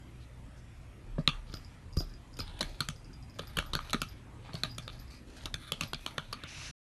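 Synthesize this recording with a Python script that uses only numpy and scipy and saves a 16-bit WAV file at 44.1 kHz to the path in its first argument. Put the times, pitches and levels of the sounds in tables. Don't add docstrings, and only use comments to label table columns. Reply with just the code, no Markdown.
import sys
import numpy as np
from scipy import signal
from scipy.io import wavfile
from scipy.ndimage import uniform_filter1d

SR = 44100
rng = np.random.default_rng(int(sys.argv[2]) if len(sys.argv) > 2 else 0)


def unload_wav(signal):
    wavfile.write(
        sys.argv[1],
        SR,
        np.round(np.clip(np.atleast_2d(signal).T, -1, 1) * 32767).astype(np.int16),
    )


N = 300895

# t/s, peak level/dB, favoured low f/Hz, favoured high f/Hz, low-mode weight/dB,
# treble weight/dB, skid duration/ms, thump level/dB, thump f/Hz
CLAW_TAPS = [(1.181, -35, 1110, 3500, 4, -11.5, 10.2, -18.5, 149),
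             (1.276, -7.0, 1148, 3550, -10, 1, 1.7, -20.5, 143),
             (1.2767, -9.5, 1207, 2640, -17, 1, 1.8, -44.5, 141),
             (1.2859, -29, 1200, 3200, -21, -13, 9.2, -46, 140),
             (1.497, -47, 1190, 3000, 3, -2, 2.8, -36, 75.5),
             (1.528, -43, 1050, 2900, 2, -11, 3.8, -44, 120),
             (1.5394, -31, 1260, 4350, -2.5, 7, 3.4, -32, 111),
             (1.569, -44, 1010, 3120, 1, -10, 4.8, -42, 120),
             (1.596, -50, 1150, 3200, 11, -10, 4.3, -52, 120),
             (1.9675, -34, 1080, 3940, -0.5, 12.5, 7.8, -17.5, 79.6),
             (2.004, -35, 1090, 3740, -1.5, 12, 3, -33, 151),
             (2.367, -43.5, 1290, 4600, -12, 9, 12, -55, 100),
             (2.389, -30, 1300, 2640, -2, 12, 6.6, -32.5, 226),
             (2.4039, -27, 1430, 4100, -7.5, -3, 1.2, -30.5, 75),
             (2.478, -40.5, 1340, 2500, -10, -3, 2, -49, 100),
             (2.591, -35, 1920, 3040, -20, 9, 4.8, -38, 73),
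             (2.607, -18.5, 1814, 4350, -3, 10, 12.6, -27.5, 206),
             (2.6281, -23, 1700, 2320, -9, 5, 2.1, -33, 137),
             (2.671, -51.5, 1410, 3000, -7, -1, 2.1, -45, 100),
             (2.744, -46.5, 1300, 3660, -17, -9, 1.8, -55, 100),
             (2.8048, -16.5, 1310, 4430, -9, 6, 5.3, -26, 137),
             (2.887, -18, 1295, 3000, -9, 13, 1.7, -26.5, 137),
             (3.387, -34.5, 1290, 2986, -5, 10.5, 5.3, -56, 148),
             (3.392, -25.5, 1370, 3420, -4, -3, 7.4, -33.5, 160),
             (3.4346, -41.5, 1250, 3430, 9, -5.5, 1.6, -36, 73),
             (3.5691, -19.5, 1210, 3090, -8.5, 5, 5.9, -25.5, 145),
             (3.5865, -17, 1566, 3120, -6.5, 3, 4.8, -27, 71),
             (3.599, -46, 1255, 3220, 19, 14, 3.1, -42, 127), (3.625, -34, 1300, 2340, 3, 2, 1.4, -44, 73),
             (3.7329, -20.5, 1260, 4070, -11, 4.5, 7.2, -31, 71),
             (3.7518, -17.5, 1464, 4240, -1, 11.5, 1.7, -25.5, 139),
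             (3.761, -29, 1280, 3680, -2, -6.5, 2.2, -40, 73),
             (3.7905, -25, 1250, 3260, 4.5, -20, 1.33, -58, 73),
             (3.896, -31, 1340, 3870, -14, -4, 2.7, -40, 89),
             (3.903, -34.5, 1320, 4050, -18, 10, 11.3, -48.5, 90),
             (3.931, -16.5, 1280, 3630, -8, 6, 7, -36.5, 103),
             (3.9443, -23, 1624, 3880, 2.5, -8, 1.4, -20, 216),
             (4.017, -19.5, 1355, 2800, -7.5, 4.5, 3.2, -30, 146),
             (4.0216, -28.5, 1290, 4430, -3, 13, 2.4, -48, 141),
             (4.493, -39.5, 1260, 2850, 21, -7, 3.8, -40, 156),
             (4.5329, -34.5, 1140, 4100, -13, -7, 4.1, -38, 84),
             (4.541, -39, 1150, 3320, -20, 17, 2.1, -26.5, 123),
             (4.5524, -32, 1110, 4330, -12, -8, 4.2, -39, 147),
             (4.6346, -14, 1810, 3830, -5, 4.5, 2.92, -29.5, 149),
             (4.781, -27.5, 1390, 3500, -8, 10, 6.3, -34, 138),
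             (4.8783, -27, 1276, 3780, -13.5, -6, 2.5, -44, 118),
             (4.899, -37, 1410, 3460, -11, -10, 2.7, -45, 128),
             (5.409, -44, 1280, 3700, -8, -10.5, 2.4, -61.5, 100),
             (5.456, -25.5, 1290, 3850, -15.5, 7.5, 6.4, -36.5, 73.6),
             (5.5409, -20, 1490, 3590, -12, 7.5, 4.5, -33.5, 96.5),
             (5.72, -15.5, 1330, 3391, -16.5, 5, 3.55, -30, 136),
             (5.8091, -19, 1164, 2800, -8.5, 3.5, 4.1, -30, 168),
             (5.8337, -28, 1100, 4200, -18, 3.5, 3.36, -29.5, 130),
             (5.9326, -21.5, 1550, 3480, -9.5, -1, 3.6, -36, 207),
             (5.9446, -28, 1630, 4450, -27, -14, 3.3, -36, 135),
             (5.993, -44, 1420, 3000, 0, -11.5, 1.9, -56, 100),
             (6.0624, -21, 1130, 3610, -8, 5, 3.5, -41.5, 250),
             (6.1803, -20.5, 1490, 3200, -2.5, 2, 3.9, -30.5, 142),
             (6.3269, -25, 1260, 4570, -11, 3.5, 7.8, -40, 82),
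             (6.436, -28.5, 1610, 3600, -1, 4, 7.5, -36.5, 104)]
# f/Hz, level/dB, T60/s
GLASS_MODES = [(389, -11, 0.02), (575, -7.5, 0.017), (624, -13.5, 0.019), (810, -14, 0.014),
               (1107, -6, 0.02), (1259, 0.5, 0.014), (1503, -1, 0.012), (1690, 0, 0.0078),
               (2305, -11.5, 0.02), (2656, -8.5, 0.013), (3223, 4, 0.0043), (3496, -4.5, 0.0091),
               (3765, -4, 0.0081), (4315, -1.5, 0.0077), (4660, -24.5, 0.0017), (5790, -3, 0.0021),
               (6690, -20, 0.015), (7440, -13, 0.0038), (8820, -5.5, 0.00071), (9500, -36, 0.0016),
               (9450, -20, 0.014), (11200, -0.5, 0.00075), (12100, -3, 0.00079), (14800, -17, 0.001)]
# t/s, level/dB, lower f/Hz, upper f/Hz, relative upper level/dB
LID_KNOCKS = [(1.182, -25.5, 334, 570, 2), (1.276, -23, 334, 517, -4), (1.538, -28, 297, 650, -12.5),
              (1.969, -23, 330, 530, -9), (2.005, -26, 334, 690, -6), (2.391, -30.5, 280, 533, -6),
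              (2.606, -34, 320, 552, 8.5), (2.804, -39, 280, 890, -15), (2.887, -53.5, 283, 710, -15.5),
              (3.394, -28.5, 440, 540, -9), (3.574, -30, 425, 482, -3), (3.586, -26.5, 283, 518, 2),
              (3.734, -29, 320, 510, -8.5), (3.751, -29, 344, 560, -3), (3.931, -32, 283, 875, -25),
              (3.944, -21, 285, 668, -24), (4.015, -36, 283, 534, -6), (4.489, -37.5, 282, 890, -1),
              (4.542, -32.5, 393, 647, -1.5), (4.634, -32.5, 323, 666, 4.5), (4.782, -46.5, 396, 590, 9),
              (4.877, -39.5, 374, 520, 1), (5.456, -30, 283, 664, -10), (5.54, -38, 439, 526, -8),
              (5.719, -34, 440, 520, 6.5), (5.809, -47, 307, 614, -9), (5.932, -44, 304, 690, 10),
              (6.062, -33, 287, 664, -6), (6.18, -42, 283, 686, -4), (6.329, -36.5, 428, 490, -5),
              (6.436, -36.5, 283, 540, -2)]
# t/s, level/dB
LID_PUSHES = [(.45, -53), (.78, -55), (1.15, -37.5), (1.36, -40), (1.56, -50.5), (2.01, -36.5),
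              (2.42, -43.5), (2.66, -41.5), (2.89, -51.5), (3.1, -51), (3.6, -42), (3.76, -42),
              (3.97, -45.5), (4.06, -56), (4.45, -55.5), (4.67, -51.5), (4.95, -46.5), (5.12, -63.5),
              (5.29, -59), (5.52, -46.5), (5.77, -55), (5.98, -48.5), (6.28, -49.5), (6.65, -65)]
# start t/s, end t/s, start level/dB, end level/dB, treble tilt/dB
PAD_STROKES = [(1.189, 1.219, -56, -74, -1), (1.333, 1.436, -55.5, -75, -3.5), (1.47, 1.522, -69, -65, 0.5),
               (1.558, 1.752, -65, -72.5, 0.5), (2.014, 2.147, -60, -80.5, 0),
               (2.406, 2.606, -58.5, -62.5, 2), (2.634, 2.797, -60, -63.5, 1), (2.828, 2.87, -54, -78, 5),
               (2.917, 2.98, -70, -84, 9), (2.983, 3.322, -71.5, -77, 1), (3.33, 3.369, -79, -58, -2),
               (3.396, 3.592, -61.5, -69, 0.5), (3.638, 3.717, -61.5, -63, -1.5),
               (3.808, 3.9, -61, -60.5, 0), (3.954, 4.003, -52, -70, 9), (4.045, 4.219, -65, -72, 0),
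               (4.423, 4.53, -70, -54.5, -1), (4.548, 4.627, -57, -67, 4), (4.66, 4.765, -58, -81, 4),
               (4.803, 4.86, -60, -71, 1), (4.91, 5.088, -59.5, -72, 1.5), (5.098, 5.2, -60, -74, 3),
               (5.273, 5.439, -67.5, -59, 1), (5.48, 5.517, -67, -80, -8), (5.565, 5.692, -67, -54, 3.5),
               (5.735, 5.806, -70, -55.5, 2.5), (5.817, 5.846, -53, -55.5, 3.5),
               (5.827, 5.92, -57.5, -66, 0.5), (5.958, 6.053, -74, -57.5, 6),
               (6.06, 6.114, -65, -55.5, 1.5), (6.114, 6.18, -67.5, -70, -2), (6.172, 6.328, -61, -66.5, 1),
               (6.34, 6.426, -61, -66, -1)]
# t/s, low-pair level/dB, high-pair level/dB, tick level/dB
PELLET_STRIKES = [(1.5204, -53, -62, -51), (1.5394, -53, -70, -39), (1.5484, -31.5, -50, -46),
                  (1.5704, -44, -57, -48), (1.6467, -49, -82, -49.5), (1.927, -50, -75, -54.5),
                  (1.934, -52, -74.5, -50), (1.9719, -24.5, -47, -37), (1.9878, -53, -43, -36),
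                  (1.9994, -47.5, -65, -35), (2.0134, -46, -47, -42), (2.095, -52, -74, -55),
                  (2.138, -48.5, -87, -51), (2.331, -56, -76, -56), (2.34, -52, -70, -50.5),
                  (2.3695, -40, -58, -49), (2.3972, -32, -48, -36), (2.961, -44.5, -66, -52),
                  (3.045, -49.5, -76, -50), (3.1318, -45, -70, -51), (3.2255, -55, -88, -53),
                  (3.2973, -57, -65, -53), (3.3424, -58, -66, -58), (3.471, -54, -46, -49),
                  (3.6616, -49, -48, -55), (3.824, -48.5, -60, -59), (4.0043, -43, -77, -49),
                  (4.0705, -49, -85, -61), (4.0862, -49, -52, -48), (4.1215, -53, -84, -57),
                  (4.6924, -30.5, -68, -62), (4.7134, -49, -59, -52), (4.7476, -69, -67, -48),
                  (4.8265, -57, -76, -51), (4.851, -45, -76, -64), (4.9917, -40, -53, -54),
                  (4.997, -40, -55, -54), (5.0794, -49, -79, -56.5), (5.1502, -44, -80, -62),
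                  (5.8734, -39, -50, -53), (5.8875, -43, -76, -62)]
# f/Hz, level/dB, T60/s
BELL_LOW_PAIR = [(4885, -16, .17), (4935, -21, .08)]
BELL_HIGH_PAIR = [(11850, -4, .09), (12065, -7, .07)]
BELL_TICK_MODES = [(4840, 6.5, 0.012), (5150, 5, 0.012), (5600, 1.5, 0.0093), (6730, 14.5, 0.0024),
                   (9300, -5.5, 0.0074)]
# t/s, dull-band level/dB, bright-band level/dB
SWISH_LEVELS = [(6.345, -62, -80), (6.42, -57, -76), (6.46, -50, -71), (6.482, -53.5, -55.5),
                (6.58, -50, -52.5), (6.667, -50, -48.5), (6.71, -52, -53.5)]
# f/Hz, relative level/dB
SWISH_SPECTRUM = [(290, -53.5), (500, -18.5), (542, -11.5), (892, -16.5), (1050, -10.5), (2110, -6.5),
                  (2660, -2), (3380, -10.5), (3670, -6.5), (4940, -11), (6040, -7.5), (8120, -23),
                  (11100, -22), (12500, -49), (16200, -65), (22000, -120)]
# t/s, level/dB, centre f/Hz, bandwidth/Hz, duration/s
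NOISE_BURSTS = [(0.194, -64, 4020, 700, 0.065), (0.562, -66, 5650, 1500, 0.048),
                (2.488, -61, 4000, 120, 0.038), (5.453, -50, 1253, 80, 0.035)]
# f/Hz, relative level/dB
AIR_SPECTRUM = [(15, -57.5), (25, -7), (45, -5.5), (103, -4.5), (192, -14), (248, -14.5), (356, -20.5),
                (427, -25), (553, -24.5), (613, -26), (1110, -28.5), (1630, -30.5), (2010, -30),
                (4950, -41.5), (11800, -46), (12500, -82.5), (22000, -120)]
# f/Hz, rms level/dB
HUM_PARTIALS = [(59.5, -58.5), (119.5, -59.5), (247, -73)]
# f/Hz, T60/s
ROOM_DECAY = [(150, 0.1), (1200, 0.18), (3200, 0.19), (6000, 0.28), (11000, 0.38)]
# f/Hz, relative level/dB
ROOM_COLOUR = [(150, -2), (1200, 2), (3000, 0.5), (4300, -5.5), (5500, -3), (7500, -8), (11800, -8.5),
               (12500, -50)]
# f/Hz, gain/dB
MIC_RESPONSE = [(0, 0), (12000, 0), (12450, -24), (13600, -34), (16500, -44), (22050, -44)]


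def claw_taps():
    direct, room_feed = np.zeros((2, N))
    hz, db, t60 = np.transpose(GLASS_MODES)
    group = np.searchsorted([950, 2100, 5000], hz)
    opposition = (-1.) ** np.arange(len(hz))
    body_db, spot_db, room_feed_db = -8, 3, -12
    for s, peak_db, low_hz, high_hz, low_db, treble_db, skid_ms, _, _ in CLAW_TAPS:
        detune, polarity, spot = rng.random((3, len(hz)))
        focus_db = 8.35 + 23.5 * gain_of(peak_db)
        low_boost, high_boost = focus_db * np.exp(-(np.log(hz / [[low_hz], [high_hz]]) / .069) ** 2)
        weight_db = np.choose(group, [body_db, low_db + low_boost, high_boost, treble_db])
        mode_db = db + weight_db + spot_db * (2 * spot - 1)
        modes = np.transpose([hz * (1 + .09 * (detune - .5)), mode_db, t60])
        phases = np.pi * (polarity > .5)
        responses = np.array([ring(modes[[k]], phases[[k]], .03) for k in range(len(hz))])
        responses *= 1 - np.exp(-np.arange(responses.shape[1]) / 4)
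        spread = signal.fftconvolve(skid_force(skid_ms)[None], responses, axes=1)
        tap = (np.linalg.norm(responses, axis=1) / np.linalg.norm(spread, axis=1)) @ spread
        gain = gain_of(peak_db) / abs(tap).max()
        add(direct, s, gain * tap)
        add(room_feed, s, gain_of(room_feed_db) * gain * (np.cos(phases) * opposition) @ responses)
    return direct, room_feed


def skid_force(skid_ms):
    contacts = rng.standard_normal(500)
    progress = np.arange(500) / SR * 1000 / skid_ms
    envelope = np.minimum(progress / .11, 1) * (progress < 1) * np.exp(-1.4 * progress)
    return contacts * abs(contacts) * envelope


def lid_thumps():
    out, t = np.zeros(N), np.arange(3500) / SR
    lag_share = .605
    for s, *_, skid_ms, db, hz in CLAW_TAPS:
        overtone = .5 * np.sin(2 * np.pi * 1.702 * hz * t + 6 * rng.random()) * t / (t + .00056)
        swing = np.sin(2 * np.pi * hz * t) + overtone
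        t60 = .048 * np.sqrt(140 / hz)
        envelope = gain_of(db - 60 * t / t60) * (1 - np.exp(-t / .0012))
        add(out, s + lag_share * skid_ms / 1000, -envelope * swing)
    return out


def lid_knocks(rise_s=.0015, t60=.02):
    out, t = np.zeros(N), np.arange(2500) / SR
    for s, db, low_hz, high_hz, high_db in LID_KNOCKS:
        modes = [(low_hz, 0, t60), (high_hz, high_db, t60)]
        tones = ring(modes, 2 * np.pi * rng.random(2), len(t) / SR)
        add(out, s, gain_of(db) * tones * (1 - np.exp(-t / rise_s)))
    return out


def lid_sway(centre_hz=34, build_db_per_s=172.5, settle_db_per_s=114):
    t = np.arange(N) / SR
    wander = unit_rms(sum(np.sin(2 * np.pi * (f * t + rng.random())) for f in np.geomspace(.5, 6, 12)))
    hz = centre_hz * np.exp(.13 * wander)
    envelope = sum(gain_of(db + np.minimum(build_db_per_s * (t - s), settle_db_per_s * (s - t)))
                   for s, db in LID_PUSHES)
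    return np.sqrt(2) * envelope * np.sin(2 * np.pi * np.cumsum(hz) / SR)


def pad_drag(slips_per_s=2500, grip_waver_db=4):
    grip = gain_of(grip_waver_db * smooth_noise(N, 500))
    slips = gain_of(1.8 * np.minimum(rng.exponential(1, N), 5)) * rng.choice([-1, 1], N)
    slips *= rng.random(N) < slips_per_s / SR
    hz, db, t60 = np.transpose(GLASS_MODES)
    soft_db = db - 3 * (hz > 7000)
    damped_t60 = .35 * t60
    low, out = hz < 2100, np.zeros(N)
    for start, end, start_db, end_db, tilt_db in PAD_STROKES:
        detune, spot = rng.random((2, len(hz))) - .5
        span = slice(round(start * SR) - 800, round(end * SR) + 800)
        modes = np.transpose([hz * (1 + .2 * detune), soft_db + 8 * spot, damped_t60])
        responses = [ring(modes[band], np.pi * np.flatnonzero(band), .027) for band in (low, ~low)]
        dull, bright = (unit_rms(signal.oaconvolve(slips[span], r, "same")) for r in responses)
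        tilt = gain_of(tilt_db)
        rub = (dull / tilt + bright * tilt) / np.hypot(tilt, 1 / tilt)
        out[span] += rub * envelope_of([(start, start_db), (end, end_db)])[span]
    return grip * out


def collar_bell(ring_s=.25, swell_s=.004, flutter_db=2.5):
    out, n = np.zeros(N), np.arange(round(ring_s * SR))
    swell = 1 - np.exp(-n / SR / swell_s)
    for s, low_db, high_db, tick_db in PELLET_STRIKES:
        phases, bounces = 2 * np.pi * rng.random(9), rng.random((3, 2))
        shell = gain_of(low_db) * ring(BELL_LOW_PAIR, phases[:2], ring_s)
        shell += gain_of(high_db) * ring(BELL_HIGH_PAIR, phases[2:4], ring_s)
        tick = gain_of(tick_db) * ring(BELL_TICK_MODES, phases[4:], ring_s) * np.minimum(n / 70, 1)
        flutter = gain_of(flutter_db * smooth_noise(len(n), 250))
        add(out, s, flutter * shell * swell + tick)
        for delay, strength in bounces:
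            add(out, s + .0017 + .0079 * delay, .57 * (2 * strength - 1) * tick)
    return out


def swish(crossover_hz=3800):
    rush = shaped_noise(SWISH_SPECTRUM, patchy_db=1.3, size=512)
    dull = signal.oaconvolve(rush, signal.firwin(101, crossover_hz, fs=SR), "same")
    rows = np.array(SWISH_LEVELS)
    return envelope_of(rows[:, :2]) * unit_rms(dull) + envelope_of(rows[:, ::2]) * unit_rms(rush - dull)


def noise_bursts():
    out = np.zeros(N)
    for s, db, hz, width_hz, length_s in NOISE_BURSTS:
        t = np.arange(round(length_s * SR)) / SR
        pole = np.exp(-np.pi * width_hz / SR)
        baseband = signal.lfilter([1], [1, -pole], rng.standard_normal(8000))[:len(t)]
        band = unit_rms(baseband * np.cos(2 * np.pi * hz * t))
        add(out, s, gain_of(db) * band * np.hanning(len(t)) ** .5)
    return out


def reverberation(x, onset_s=.011):
    echoes = np.zeros(SR // 2)
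    slots = np.arange(0, SR // 2 - 20, 20)
    echoes[slots + rng.integers(0, 20, len(slots))] = rng.choice([-1., 1.], len(slots))
    hz, frame_s, spectra = signal.stft(echoes, SR, nperseg=256)
    decay_db = 60 * frame_s / value_at(ROOM_DECAY, hz)[:, None]
    spectra *= gain_of(value_at(ROOM_COLOUR, hz)[:, None] - decay_db)
    tail = signal.istft(spectra, SR, nperseg=256)[1]
    t = np.arange(len(tail)) / SR
    tail *= np.minimum(t / onset_s, 1) ** 3
    tail *= 1 + .97 * np.exp(-((t - .014) / .0095) ** 2)
    return signal.fftconvolve(x, tail / np.linalg.norm(tail))[:N]


def room_tone(air_db=-52, waver_db=3.6):
    t, hum = np.arange(N) / SR, np.zeros(N)
    for hz, db in HUM_PARTIALS:
        waver = sum(np.sin(2 * np.pi * (f * t + rng.random())) / np.sqrt(f)
                    for f in np.geomspace(.3, 8, 16))
        phase = 2 * np.pi * hz * t + smooth_noise(N, 4000)
        hum += np.sqrt(2) * gain_of(db + waver_db * unit_rms(waver)) * np.sin(phase)
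    return gain_of(air_db) * shaped_noise(AIR_SPECTRUM, patchy_db=2.62, size=2048) + hum


def ring(modes, phases, seconds):
    hz, db, t60 = np.transpose(modes)[:, :, None]
    t = np.arange(round(seconds * SR)) / SR
    decay = gain_of(db - 60 * t / np.maximum(t60, .001))
    return (decay * np.sin(2 * np.pi * hz * t + phases[:, None])).sum(0)


def shaped_noise(spectrum, patchy_db, size):
    hz = np.fft.rfftfreq(size, 1 / SR)
    real, imag, patches = rng.standard_normal((4 * N // size + 5, len(hz), 3)).T
    patches = unit_rms(uniform_filter1d(uniform_filter1d(patches, size=10, axis=0), size=10, axis=1))
    spectra = (real + 1j * imag) * gain_of(value_at(spectrum, hz)[:, None] + patchy_db * patches)
    return unit_rms(signal.istft(spectra, nperseg=size, noverlap=3 * size // 4)[1][:N])


def smooth_noise(length, window):
    return unit_rms(uniform_filter1d(rng.standard_normal(length), size=window))


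def envelope_of(rows, fade_s=.015):
    s, db = np.transpose(rows)
    return gain_of(np.interp(np.arange(N) / SR, [s[0] - fade_s, *s, s[-1] + fade_s], [-110, *db, -110]))


def value_at(points, hz):
    f, value = np.transpose(points)
    return np.interp(np.log(hz + 1), np.log(f + 1), value)


def gain_of(db):
    return 10 ** (np.asarray(db) / 20)


def unit_rms(x):
    return x / np.sqrt(np.mean(x ** 2) + 1e-20)


def add(mix, s, sound):
    part = mix[round(s * SR):][:len(sound)]
    part += sound[:len(part)]


def scene():
    claws, claw_feed = claw_taps()
    lid = lid_thumps() + lid_knocks()
    rub, bell = pad_drag(), collar_bell()
    room = reverberation(claw_feed + gain_of(-5) * rub + gain_of(-10) * bell + gain_of(-11.5) * lid)
    mix = claws + lid + lid_sway() + rub + bell + swish() + noise_bursts() + room + room_tone()
    return np.array([mix, mix])


def record(dry):
    threshold_db, duck_share, peak_fall_db_per_s = -17, .21, 72
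    cut_s, band_limit_hz = 6.713, 16500
    t = np.arange(N) / SR
    hz, db = np.transpose(MIC_RESPONSE)
    coloured = signal.oaconvolve(dry, signal.firwin2(301, hz, gain_of(db), fs=SR)[None], "same")
    power_db = 10 * np.log10(signal.lfilter(np.ones(100) / 100, [1], coloured[0] ** 2) + 1e-12)
    fall_db = peak_fall_db_per_s * t
    held_db = np.maximum.accumulate(power_db + fall_db) - fall_db
    excess_db = np.maximum(held_db - threshold_db, 0)
    ducked = coloured / gain_of(duck_share * signal.lfilter(np.ones(250) / 250, [1], excess_db))
    cut = np.clip((cut_s - t) / .003, 0, 1)
    lowpass = signal.firwin(401, band_limit_hz, window=("kaiser", 9), fs=SR)
    return signal.oaconvolve(ducked * cut, lowpass[None], "same")


dry = scene()
out = record(dry)
unload_wav(out)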